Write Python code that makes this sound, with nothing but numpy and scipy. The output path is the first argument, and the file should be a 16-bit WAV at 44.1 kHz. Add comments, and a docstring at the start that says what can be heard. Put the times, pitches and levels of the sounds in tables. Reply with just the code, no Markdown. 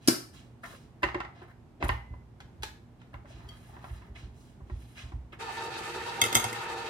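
"""In a small hard room with a low hum, a steel kettle's lid snaps shut: noise cracks plus ringing tones. The
kettle is set on its base with knocks, plops of water and booms of the counter, then turned into place in short
strokes of grainy noise, with clicks, a fingernail tap and crunches of the handle. Then a hiss comes in abruptly
and grows: tiny random clicks, for collapsing steam bubbles, ring the vessel. Last a plastic dripper clatters
onto a china mug; both ring as fading sines."""
import sys
import numpy as np
from scipy import signal
from scipy.fft import rfft, irfft, next_fast_len
from scipy.io import wavfile
from scipy.ndimage import uniform_filter1d, map_coordinates

SR = 44100
rng = np.random.default_rng(int(sys.argv[2]) if len(sys.argv) > 2 else 0)


def to_wav(sig):
    """Store sig (one row per channel, or 1-D mono) as 16-bit WAV at the path in sys.argv[1].

    Samples outside -1..1 are clipped; the rate is SR.
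    """
    pcm = np.clip(np.atleast_2d(sig), -1, 1) * 32767
    pcm = np.round(pcm).astype(np.int16)
    wavfile.write(sys.argv[1], SR, pcm.T)  # frames by channels


N = 303893
TIME = np.arange(N) / SR  # seconds

# Levels in the tables are relative: scene() balances the layers afterwards.
# Room air and hum
# rumble of the air: f/Hz, level/dB
AIR_COLOUR = [(45, -6), (120, -5), (200, -11), (380, -16.5), (520, -24), (800, -22.5), (1200, -30),
              (2500, -38), (5000, -46), (8500, -49.5), (14000, -55.5), (15200, -67)]
# tones of an appliance: f/Hz, level/dB
HUM_TONES = [(82, -70), (119, -57.5), (241, -64), (350, -73.5)]

# A faint bright hiss at the very start, then strokes of the kettle sliding under the hand: t/s, length/s,
# level/dB, brightness/(dB per octave)
SLIDES = [(0.0, 0.14, -58, 5.5), (0.321, 0.037, -54.5, 4), (.62, 0.087, -56, 5.5), (0.712, 0.041, -59.5, 5),
          (1.336, 0.067, -53, -4), (1.798, 0.03, -35.5, -6.5), (2.977, 0.049, -63, -3.5),
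          (3.251, 0.13, -58.5, 1.5), (3.445, 0.32, -65, 2.5), (3.8, 0.21, -61, -0.5),
          (4.141, 0.054, -55.5, 1.5), (4.326, 0.17, -67, 7), (4.65, 0.33, -66.5, 3),
          (4.946, 0.055, -49, 0.5)]
# colour of sliding plastic: f/Hz, level/dB
SLIDE_COLOUR = [(200, -8.5), (500, 0), (900, 2), (1200, -2), (2400, -1.5), (3300, -3), (5000, -10),
                (8000, -16), (13000, -30.5), (15000, -33)]
# shortest time to full pressure; time to fall 60 dB
SLIDE_ATTACK_S, SLIDE_RELEASE_S = 0.018, 0.38
# a longer stroke swells more slowly: this share of its length adds to its attack
SWELL_SHARE = 0.19

# Lid latch and lid seating: t/s, level/dB, brightness/(dB per octave), hollow ring/dB
LID_BLOWS = [(.0748, -12.5, 0, -23.5), (.0808, -12.5, -1.5, -15), (.083, -8.5, -2.5, 0.5)]
# tones of the lid: f/Hz, level/dB, time to fall 60 dB/s
LID_MODES = [(125, -7.5, .16), (207, -1.5, 0.12), (253, 10, 0.09), (324, 23.5, 0.03), (377.7, 0.5, 0.2),
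             (540, -7, 0.12), (794, -8.5, 0.07), (1286, -12.5, 0.28), (1577, -8.5, .08), (1905, -17, 0.14),
             (2670, -12.5, .15), (2894, -9, 0.071), (4700, -29, 0.38), (5300, -23.5, 0.18)]
# contact noise of the lid: f/Hz, level/dB
LID_CRACK = [(200, 3.5), (380, 6.5), (520, -2.5), (800, -5.5), (1500, 0.5), (3600, -6.5), (5000, 8),
             (6500, -1.5), (10500, 1), (14000, -4.5), (15800, -19.5)]

# Bright rasps of the steel as it is lifted, dropped home and twisted: t/s, length/s, level/dB
RASPS = [(0.614, 0.15, -67), (1.833, 0.015, -42.5), (1.879, 0.0052, -35), (3.496, 0.23, -73.5),
         (3.8, 0.17, -70.5), (4.74, 0.25, -72.5)]
# colour of the rasps: f/Hz, level/dB
RASP_COLOUR = [(3000, -7), (6000, -7.5), (10500, 0), (14000, -6), (15500, -31)]

# The hollow foot scuffs as the kettle is carried and lowered: t/s, length/s, level/dB
SCUFFS = [(.631, 0.021, -42.5), (.69, 0.049, -53), (1.02, 0.0075, -42), (1.417, 0.016, -55),
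          (1.47, 0.042, -60.5), (3.128, .02, -54), (3.85, 0.14, -70), (5.325, 0.014, -53)]
# colour of the scuffs: f/Hz, level/dB
SCUFF_COLOUR = [(300, 1), (600, -7), (1050, -4.5), (1900, -4), (2400, -19), (6000, -33.5)]

# Kettle against its base: t/s, level/dB, brightness/(dB per octave), hollow ring/dB
KNOCKS = [(.639, -30.5, -0.5, -20), (.704, -40, -15, -20), (1.0305, -10.5, 1.5, -5), (1.037, -12.5, 3, 8),
          (1.059, -23, -11, -6), (1.087, -25, 1.5, -7), (1.1445, -16, 0.5, -8), (1.153, -26.5, -1, 18.5),
          (1.2025, -17, 1, -27), (1.2478, -26, -0.5, -27), (1.417, -31.5, -4, 5), (1.8255, -14, 0.5, 1.5),
          (1.839, -18, -8, 5), (1.852, -22.5, -4, -9), (1.8905, -10.5, 1.5, -8), (2.137, -35.5, -4.5, -22),
          (3.14, -29.5, -0.5, -5), (3.766, -32.5, -3.5, -8), (3.842, -26, -2, -15), (3.897, -42, 4, 6),
          (4.226, -37, -10, -8), (4.604, -34.5, -10.5, 2.5), (4.698, -34.5, -1.5, 8),
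          (5.119, -33, -3.5, 4.5), (5.328, -37.5, -2, 9.5)]
# tones of the kettle: f/Hz, level/dB, time to fall 60 dB/s
KETTLE_MODES = [(350, 9, 0.056), (351, -5.5, 0.12), (567, -2, 0.052), (791, 1.5, 0.1), (856, 1, 0.054),
                (938, 4.5, 0.072), (983, 2, 0.049), (1154, -7, 0.07), (1325, -3.5, 0.072),
                (1440, -6, 0.048), (1690, -3, 0.028), (1859, 1.5, 0.046), (2006, 0, 0.043), (2010, -30, 1),
                (2160, -2, 0.045), (2700, -5, 0.045), (2830, -9, 0.033), (3520, -19, 0.033)]
# contact noise of the kettle: f/Hz, level/dB
KETTLE_CRACK = [(130, 1.5), (500, -4.5), (1000, 3.5), (1600, -4), (2600, -11), (3800, -19), (7000, -35),
                (13000, -50), (16000, -65)]

# Water plops in the kettle as it is moved: t/s, starting f/Hz, level/dB
PLOPS = [(.737, 510, -37.5), (3.246, 590, -42), (3.305, 637, -39.5), (3.372, 342, -36.5), (3.468, 378, -43),
         (4.084, 384, -39.5)]
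# ring time; pitch gained per second, as a share of the start pitch
PLOP_T60_S, PLOP_RISE_PER_S = 0.024, 2.9

# Weight landing on the counter: t/s, level/dB
THUMPS = [(1.034, -33.5), (1.148, -39.5), (1.83, -22.5), (1.89, -21.5), (2.102, -33.5), (2.596, -37.5),
          (3.139, -39), (3.339, -42.5), (3.441, -44), (3.904, -31.5), (4.093, -39), (4.229, -36),
          (4.613, -39), (4.712, -28), (5.032, -37), (5.132, -28.5), (6.357, -41.5)]
# tones of the counter: f/Hz, level/dB, time to fall 60 dB/s
COUNTER_MODES = [(59.7, -4, 0.53), (75.7, 2, 0.24), (113.9, -0.5, 0.33)]
# a landing of PUSH_REF_DB pushes for PUSH_S; the push doubles in length every PUSH_DOUBLING_DB above it
PUSH_S, PUSH_REF_DB, PUSH_DOUBLING_DB = 0.0076, -35, 28.5

# Handle and switch clicks: t/s, level/dB, brightness/(dB per octave), hollow ring/dB
CLICKS = [(2.403, -27, 1, -11), (2.6228, -27.5, 5.5, -15), (2.6322, -13, 5.5, 16.5), (2.639, -26, -12, -9),
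          (3.016, -36.5, -1.5, -13)]
# tones of the handle and switch: f/Hz, level/dB, time to fall 60 dB/s
CLICK_MODES = [(408, -12, 0.046), (827, 0.5, 0.076), (1430, -2, 0.016), (1660, -8, 0.064), (2330, -7, .012),
               (3470, -27, 0.033), (4070, -18.5, .05)]
# contact noise of clicks and taps: f/Hz, level/dB
CLICK_CRACK = [(200, -15), (800, 1.5), (1150, -3), (1550, 7), (2200, -2.5), (3800, -7), (8000, -21.5),
               (14000, -33), (16000, -45)]

# Pushes that grind the kettle round on its base: t/s, length/s, level/dB
TURNS = [(3.231, 0.32, -53), (3.56, 0.46, -51.5)]
# colour of the grinding: f/Hz, level/dB
TURN_COLOUR = [(70, 22), (125, 18.5), (200, -4), (500, -4), (1000, -13.5), (1600, -6.5), (2400, -14),
               (3200, -18), (8000, -27.5)]
# resonances of the base under the turning foot: f/Hz, width/Hz, lift/dB
BASE_PEAKS = [(346, 58, 10), (887, 110, 23.5), (1207, 58, 16), (1940, 150, 9.5)]
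# the foot catches at random while it is turned: middle level, and most it strays either way
CATCH_DB, CATCH_SPREAD_DB = -42, 2.5

# A fingernail taps the steel wall: t/s, level/dB, brightness/(dB per octave), hollow ring/dB
TAPS = [(3.488, -34.5, 8, 0)]
# tones of the steel wall: f/Hz, level/dB, time to fall 60 dB/s
STEEL_MODES = [(1980, -8, .2), (3170, 4, 0.051), (3247, -2.5, 0.15), (4590, -5, 0.038), (5260, -14, 0.042)]

# The plastic handle and switch crunch under the hand: t/s, length/s, level/dB
CRUNCHES = [(4.151, 0.013, -48.5), (4.812, 0.0076, -61), (4.96, 0.04, -53), (5.32, 0.021, -51.5)]
# colour of the crunches: f/Hz, level/dB
CRUNCH_COLOUR = [(500, 1), (1300, -2), (2200, 9), (3400, 0), (4500, -13), (8000, -20), (14000, -37)]

# Heating: colour of the hiss: f/Hz, level/dB
BOIL_COLOUR = [(100, -1), (280, -6.5), (400, -3), (700, -3.5), (1050, -6), (1400, -1), (2100, -1),
               (2900, -4.5), (4300, -5.5), (6300, -13.5), (8300, -13), (11000, -20.5), (14300, -26.5),
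               (15500, -63)]
# resonances of the water-filled vessel: f/Hz, width/Hz, lift/dB
VESSEL_PEAKS = [(359, 50, 12.5), (465, 48, 13.5), (607, 92, 2.5), (794, 54, 15.5), (917, 68, 21.5),
                (1247, 185, 10.5), (1416, 140, 6.5), (1784, 44, 13.5), (2630, 240, 7.5), (3090, 54, 7.5),
                (3780, 140, 6.5), (4530, 110, 7), (6250, 360, 4), (7300, 190, 3), (8300, 350, -1)]
# colour of the rarer, larger bubbles, which pop in the middle range: f/Hz, level/dB
POP_COLOUR = [(400, 3.5), (1000, -4), (1600, -4.5), (2400, -13), (5000, -27), (12000, -21)]
# the hiss comes in abruptly, then grows slowly
HISS_START_S, HISS_ATTACK_S, HISS_DB, HISS_GROWTH_DB_PER_S = 5.386, 0.026, -37.5, 0.95

# Dripper on the mug rim: t/s, level/dB, brightness/(dB per octave), hollow ring/dB, mug ring/dB
DRIPPER_BLOWS = [(6.2151, -9, 2.5, 5.5, -2.5), (6.221, -22, -10, -4, -15), (6.2387, -12.5, -1, -5, -13),
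                 (6.252, -17.5, -3, -1.5, -10), (6.261, -19, -1.5, -1.5, -10),
                 (6.3272, -16.5, -3, -12, -3.5), (6.347, -16.5, -7, 9, 7), (6.3517, -6, -0.5, 9.5, 2),
                 (6.358, -18.5, -3, 8, 2), (6.367, -14, -2.5, 13.5, 3), (6.373, -19, -1, 12.5, -2),
                 (6.398, -18, -3, 8, -8), (6.4411, -17, -0.5, 14.5, -9), (6.45, -24, -3, 8, -19),
                 (6.528, -21, -4, -5, -5)]
# tones of the dripper: f/Hz, level/dB, time to fall 60 dB/s
DRIPPER_MODES = [(111, 0, 0.12), (224, -14, 0.19), (453, -11, 0.056), (752, -0.5, 0.084), (928, -5, 0.073),
                 (1234, 8, .06), (1378, 8, 0.04), (1826, 6, 0.07), (1960, 7, 0.046), (2131, 11.5, 0.069),
                 (2360, -3, .035), (2600, 3, 0.097), (3235, 9.5, 0.06), (3426, 7.5, 0.045),
                 (3740, 8, 0.032), (4700, 1, 0.062), (6080, 3, 0.021), (6790, 7, 0.038), (10300, -5, .025),
                 (12050, 1, 0.02)]
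# contact noise of the dripper: f/Hz, level/dB
DRIPPER_CRACK = [(300, 6.5), (800, -2), (2000, 3), (3400, 5.5), (4300, 2), (8200, 4), (9300, 4),
                 (10400, 7.5), (11600, -7), (13300, -2), (15200, -18), (16000, -17)]
# tones of the china mug: f/Hz, level/dB, time to fall 60 dB/s
MUG_MODES = [(1197, 10, 0.056), (3567, 8, .05), (5070, 0.5, 0.081), (6370, 5, 0.062), (8140, 9.5, 0.039),
             (10540, 3.5, 0.024), (12100, 2, .02), (12800, 4, 0.021), (13400, 6, .03)]

# time a contact takes to build up its force; touches per second of loose parts after a blow
CONTACT_RISE_S, RATTLE_PER_S = 0.0011, 900
# moving water and a shifting grip make resonances waver by about these shares
WATER_WAVER, GRIP_WAVER = 0.014, 0.02


def undb(db):
    """Decibels to gain."""
    return 10 ** (np.asarray(db) / 20)


def unit(x):
    """Scale to an rms (average strength) of 1."""
    return x / np.sqrt(np.mean(x ** 2))


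def fade(t, t60):
    """Exponential decay, by 60 dB in t60 seconds."""
    return np.exp(-np.log(1000) * t / t60)


def add(track, s, sound):
    """Mix a sound into a track, starting at s seconds."""
    i = int(s * SR)
    track[i:i + len(sound)] += sound[:N - i]


def walk(rate):
    """Slow random wander around zero, heading for a new value `rate` times a second."""
    k = int(SR / rate)
    steps = np.repeat(rng.standard_normal(N // k + 2), k)
    return uniform_filter1d(steps, k)[:N]


def colour(x, points, tilt_db=0, peaks=()):
    """Filter by a smooth spectrum, a slope per octave and resonances."""
    size = next_fast_len(x.shape[-1] + 2048)
    f = np.maximum(np.fft.rfftfreq(size, 1 / SR), 1)
    hz, db = np.transpose(points)
    # the slope pivots at 1500 Hz and is flat below 300 Hz
    slope_db = tilt_db * np.log2(np.maximum(f, 300) / 1500)
    gain = undb(np.interp(np.log(f), np.log(hz), db) + slope_db)
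    gain = gain * np.minimum(f / hz[0], 1) ** 2  # falls away below the first point
    lifts = sum((undb(lift) ** 2 - 1) / (1 + (2 * (f - centre) / width) ** 2) ** 2
                for centre, width, lift in peaks)
    gain = gain * np.sqrt(1 + lifts)
    return irfft(rfft(x, size) * gain, size)[..., :x.shape[-1]]


def diffuse(pair, alike_hz):
    """Two unrelated signals become sound from all around: long waves reach both ears alike."""
    a, b = rfft(pair)
    f = np.fft.rfftfreq(pair.shape[1], 1 / SR)
    alike = 0.92 / (1 + (f / alike_hz) ** 2)
    mid = a * np.sqrt((1 + alike) / 2)
    side = b * np.sqrt((1 - alike) / 2)
    return irfft(np.array([mid + side, mid - side]), pair.shape[1])


def burst(t, t60, rise_s=0):
    """Decaying noise with a nearly even spectrum: a dense cluster of tiny impulses."""
    rise = 1 - np.exp(-(t + 1 / SR) / (rise_s + 1 / SR))
    x = rng.standard_normal(len(t)) * fade(t, t60) * rise
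    for _ in range(4):
        even = irfft(np.exp(1j * np.angle(rfft(x))), len(t))  # same strength at every frequency
        x = even * fade(t, 10 * t60)
    return x


def stroke(start_s, length_s, attack_s, release_s):
    """One movement of the hand: pressure swells, holds for the stroke and dies away."""
    t = TIME - start_s
    swell = np.clip(t / (attack_s + SWELL_SHARE * length_s), 0, 1)
    return swell * fade(np.maximum(t - length_s, 0), release_s)


def waver(x, share, rate):
    """Let all resonances drift up and down together, by reading the sound at an uneven speed."""
    place = np.arange(N) + share * np.cumsum(walk(rate))
    return np.apply_along_axis(lambda v: map_coordinates(v, [place], order=3, mode="mirror"), -1, x)


def flurries(x, depth_db, rate):
    """Each octave swells and ebbs on its own, as bubbles or catches of one size come in bunches."""
    size = next_fast_len(N)
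    f = np.maximum(np.fft.rfftfreq(size, 1 / SR), 1)
    octave = np.clip(np.log2(f / 250), 0, 5)
    spectrum = rfft(x, size)
    out = 0
    for k in range(6):
        share = np.maximum(1 - np.abs(octave - k), 0)  # neighbouring bands overlap
        band = irfft(spectrum * share, size)[..., :N]
        out = out + band * undb(depth_db * walk(rate))
    return out


def ring(modes, lift_db, hollow_hz, detune):
    """The modes of a struck thing; grip and point of contact shift their pitch and strength a little."""
    t = np.arange(SR // 3) / SR
    hz, db, t60 = np.transpose(modes)[:, :, None]
    strength, sign, pitch = rng.standard_normal((len(modes), 3)).T[:, :, None]
    # the low hollow modes all start the same way, the others either way
    side = np.where(hz < hollow_hz, 1, np.sign(sign))
    # a mode takes about one cycle to build up
    envelope = fade(t, t60) * (1 - np.exp(-t * hz))
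    tones = np.sin(2 * np.pi * hz * (1 + detune * pitch) * t)
    return np.sum(side * undb(db + lift_db + 2 * strength) * envelope * tones, axis=0)


def blows(rows, modes, crack, contact_t60, rattle_db, rattle_t60, ring_db, hollow_hz, detune):
    """Each blow is a brief contact crack, a dying rattle of tiny rebounds, and the object's modes."""
    out, t = np.zeros(N), np.arange(SR // 3) / SR
    hz = np.array(modes)[:, :1]
    for s, db, tilt_db, hollow_db in rows:
        touches = rng.random(len(t)) < RATTLE_PER_S / SR
        rattle = rng.standard_normal(len(t)) * touches * fade(t, rattle_t60)
        contact = unit(burst(t, contact_t60, CONTACT_RISE_S)) + undb(rattle_db) * unit(rattle)
        # 5 ms of silence in front leaves room for the filter's spread
        noise = colour(np.pad(contact, (SR // 200, 0)), crack, tilt_db)
        noise = noise * np.sqrt(SR / 1000 / np.sum(noise ** 2))  # same energy for every blow
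        add(out, s - 1 / 200, undb(db) * noise)
        # below hollow_hz the modes have their own level, above it they follow the brightness
        shape_db = np.where(hz < hollow_hz, hollow_db, tilt_db * np.log2(hz / hollow_hz))
        add(out, s, ring(modes, db + ring_db + shape_db, hollow_hz, detune))
    return out


def rub(rows, points, attack_s, release_s, grain_db, grains_per_s, peaks=()):
    """Stick and slip: grainy friction whose colour shifts with the grip, played in strokes."""
    slips = rng.standard_normal(N) * undb(grain_db * walk(grains_per_s))
    pressure = sum(undb(db) * stroke(s, length_s, attack_s, release_s) for s, length_s, db in rows)
    rubbing = waver(colour(slips, points, peaks=peaks), GRIP_WAVER, 12)
    return unit(rubbing) * pressure


def kitchen(x, lag_s, near_db, room_db, pan_db):
    """Direct sound, later on the left; quick reflections from counter and tiles; then the room's tail."""
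    t = np.arange(SR * 2 // 3) / SR
    near = diffuse(np.array([burst(t, 0.032), burst(t, 0.053)]), 1400)
    near = near * ((t > 0.001) & (t < 0.1))
    tail = diffuse(rng.standard_normal((2, len(t))), 320) * (1 - np.exp(-t / 0.003))
    treble = signal.sosfilt(signal.butter(1, 7000, "high", fs=SR, output="sos"), tail)
    tail = (tail - treble) * fade(t, 0.37) + treble * fade(t, 0.32)  # treble dies sooner
    response = (undb(near_db) * unit(near) + undb(room_db) * unit(tail)) / np.sqrt(len(t))
    wet = signal.fftconvolve(x[None], response, axes=1)[:, :N]
    wet = colour(wet, [(100, -6.5), (400, -4.5), (900, 1.5), (14000, 2.0)])
    direct = np.array([np.roll(x, int(round(lag_s * SR))), x])
    # pan_db is how much louder the left is made than the right
    return (direct + wet) * undb(np.array([[pan_db], [-pan_db]]) / 2)


def background():
    """Low room rumble and a wavering appliance hum."""
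    air = unit(colour(diffuse(rng.standard_normal((2, N)), 730), AIR_COLOUR))
    air = air * undb(-54.0 + 0.81 * walk(5.4))
    hum = sum(undb(db + 1.2 * walk(12.0)) * np.sin(2 * np.pi * hz * TIME + 0.7 * walk(7.6))
              for hz, db in HUM_TONES)
    return (air + hum) * undb(np.array([[-0.9], [0.9]]))


def sliding():
    """Fine catches of plastic on plastic, noise that is thicker and thinner along the stroke."""
    grain_db = 1.2 * rng.standard_normal(N) + 1.4 * walk(60)
    grains = rng.standard_normal(N) * undb(grain_db)
    out = np.zeros(N)
    for s, length_s, db, tilt_db in SLIDES:
        pressure = stroke(s, length_s, SLIDE_ATTACK_S, SLIDE_RELEASE_S)
        out += unit(colour(grains, SLIDE_COLOUR, tilt_db)) * undb(db) * pressure
    return undb(-2.5) * out


def lid_shutting():
    """The latch and the lid strike the vessel, which cracks, rattles and rings."""
    return blows(LID_BLOWS, LID_MODES, LID_CRACK, contact_t60=0.029, rattle_db=-14.0, rattle_t60=0.082,
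                 ring_db=-16.0, hollow_hz=600, detune=0.0075)


def rasping():
    """Steel slips along in fine, fast grains that make a bright rasp."""
    return rub(RASPS, RASP_COLOUR, attack_s=0.013, release_s=0.011, grain_db=3.0, grains_per_s=300)


def scuffing():
    """The hollow foot sticks and slips in quick, coarse scuffs."""
    return rub(SCUFFS, SCUFF_COLOUR, attack_s=0.0012, release_s=0.12, grain_db=4, grains_per_s=250)


def kettle_knocks():
    """The kettle knocks on its base and rings, also at small catches while it is turned."""
    return blows(KNOCKS + catches(count=4), KETTLE_MODES, KETTLE_CRACK, contact_t60=0.0144,
                 rattle_db=-8.5, rattle_t60=0.19, ring_db=-14, hollow_hz=607, detune=0.022)


def plops():
    """Air pockets in the sloshing water ring briefly and rise in pitch."""
    out, t = np.zeros(N), np.arange(SR // 8) / SR
    for s, hz, db in PLOPS:
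        envelope = (1 - np.exp(-t * hz)) * fade(t, PLOP_T60_S)
        tone = np.sin(2 * np.pi * hz * t * (1 + PLOP_RISE_PER_S * t / 2))
        add(out, s, undb(db) * envelope * tone)
    return out


def counter():
    """Soft pushes set the worktop booming; a heavier landing pushes longer and gives a deeper boom."""
    out, t = np.zeros(N), np.arange(SR // 2) / SR
    boom = sum(undb(db) * np.sin(2 * np.pi * hz * t) * fade(t, t60) for hz, db, t60 in COUNTER_MODES)
    for s, db in THUMPS:
        push_s = PUSH_S * 2 ** ((db - PUSH_REF_DB) / PUSH_DOUBLING_DB)
        push = np.sin(np.pi * np.minimum(t / push_s, 1)) ** 2
        add(out, s, undb(db) * signal.fftconvolve(boom, push / push.sum())[:len(t)])
    return out * undb(np.array([[-1.8], [0]]))


def clicks():
    """Small hard parts of the handle and switch snap together and ring."""
    return blows(CLICKS, CLICK_MODES, CLICK_CRACK, contact_t60=0.0132, rattle_db=-5, rattle_t60=0.085,
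                 ring_db=-14.0, hollow_hz=606, detune=0.024)


def turning():
    """The foot grinds round, sticking and slipping, and makes the base resonate."""
    return rub(TURNS, TURN_COLOUR, attack_s=0.1, release_s=0.51, grain_db=3.0, grains_per_s=65,
               peaks=BASE_PEAKS)


def catches(count):
    """Rows for small knocks at random moments of each turning push."""
    rows = []
    for s, length_s, _ in TURNS:
        for when, size in rng.random((count, 2)):
            rows.append((s + length_s * when, CATCH_DB + CATCH_SPREAD_DB * (2 * size - 1), -1, -6))
    return rows


def nail_taps():
    """A fingernail on the steel wall gives a small crack and a ring."""
    return blows(TAPS, STEEL_MODES, CLICK_CRACK, contact_t60=0.012, rattle_db=-18, rattle_t60=0.054,
                 ring_db=-23.0, hollow_hz=600, detune=0.0008)


def crunching():
    """Gripped plastic slips in very fast, strong grains."""
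    return rub(CRUNCHES, CRUNCH_COLOUR, attack_s=0.00083, release_s=0.042, grain_db=5, grains_per_s=500)


def boiling(bubbles_per_s, surge_db, pops_per_s, pop_db):
    """Steam bubbles collapse, a few larger ones pop; water softens the clicks, which ring the vessel."""
    sizes = rng.standard_normal((2, N))
    collapses = rng.random((2, N)) < bubbles_per_s / SR
    small = unit(sizes * collapses * undb(surge_db * walk(25)))
    large = unit(colour(sizes * (rng.random((2, N)) < pops_per_s / SR), POP_COLOUR))
    smear = burst(np.arange(SR // 10) / SR, 0.0435)
    bubbles = signal.fftconvolve(small + undb(pop_db) * large, smear[None], axes=1)[:, :N]
    roar = colour(diffuse(bubbles, 960), BOIL_COLOUR, peaks=VESSEL_PEAKS)
    hiss = unit(flurries(waver(roar, WATER_WAVER, 14), depth_db=2.4, rate=35))
    t = TIME - HISS_START_S
    level = np.clip(t / HISS_ATTACK_S, 0, 1) * undb(HISS_DB + HISS_GROWTH_DB_PER_S * t)
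    return hiss * level * undb(np.array([[-0.3], [0.3]]))


def dripper():
    """The light plastic cracks, rattles and rings at each touch of the mug rim."""
    return blows([row[:4] for row in DRIPPER_BLOWS], DRIPPER_MODES, DRIPPER_CRACK, contact_t60=0.0094,
                 rattle_db=-11, rattle_t60=0.032, ring_db=-18.5, hollow_hz=983, detune=0.009)


def mug(ring_db):
    """The china rings under each touch of the dripper, by its own amount each time."""
    out = np.zeros(N)
    for s, db, _, _, mug_db in DRIPPER_BLOWS:
        add(out, s, ring(MUG_MODES, db + mug_db + ring_db, hollow_hz=0, detune=0.0012))
    return out


def scene():
    """The lid shuts off to one side, the kettle stands at the back, the mug is close."""
    lid = lid_shutting() * undb(-1.5)
    friction = flurries(sliding() + turning(), depth_db=2, rate=28) + rasping() + scuffing() + crunching()
    kettle = kettle_knocks() * undb(-8.5) + plops()
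    small_hits = (clicks() + nail_taps()) * undb(-13.5)
    clatter = (dripper() + mug(ring_db=-16.5)) * undb(-8.0)
    return (background()
            + kitchen(friction * undb(-4.0), lag_s=0.00021, near_db=2.0, room_db=-4.0, pan_db=0.0)
            + kitchen(lid, lag_s=0.0003, near_db=-8, room_db=-4.5, pan_db=1.0)
            + kitchen(kettle, lag_s=0.00026, near_db=-2, room_db=-4.5, pan_db=-0.1)
            + counter()
            + kitchen(small_hits, lag_s=0.00021, near_db=-1.5, room_db=-4.0, pan_db=0.0)
            + boiling(bubbles_per_s=9000, surge_db=0.5, pops_per_s=300, pop_db=-14.5)
            + kitchen(clatter, lag_s=0.00039, near_db=-5, room_db=-9.5, pan_db=-0.9))


def record(dry):
    """The microphone sheds the deepest bass and the top."""
    bass_cut = signal.butter(7, 42, "high", fs=SR, output="sos")
    top_cut = signal.ellip(8, 0.2, 80, 16000, fs=SR, output="sos")
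    return signal.sosfilt(top_cut, signal.sosfilt(bass_cut, dry))


dry = scene()
out = record(dry)
to_wav(out)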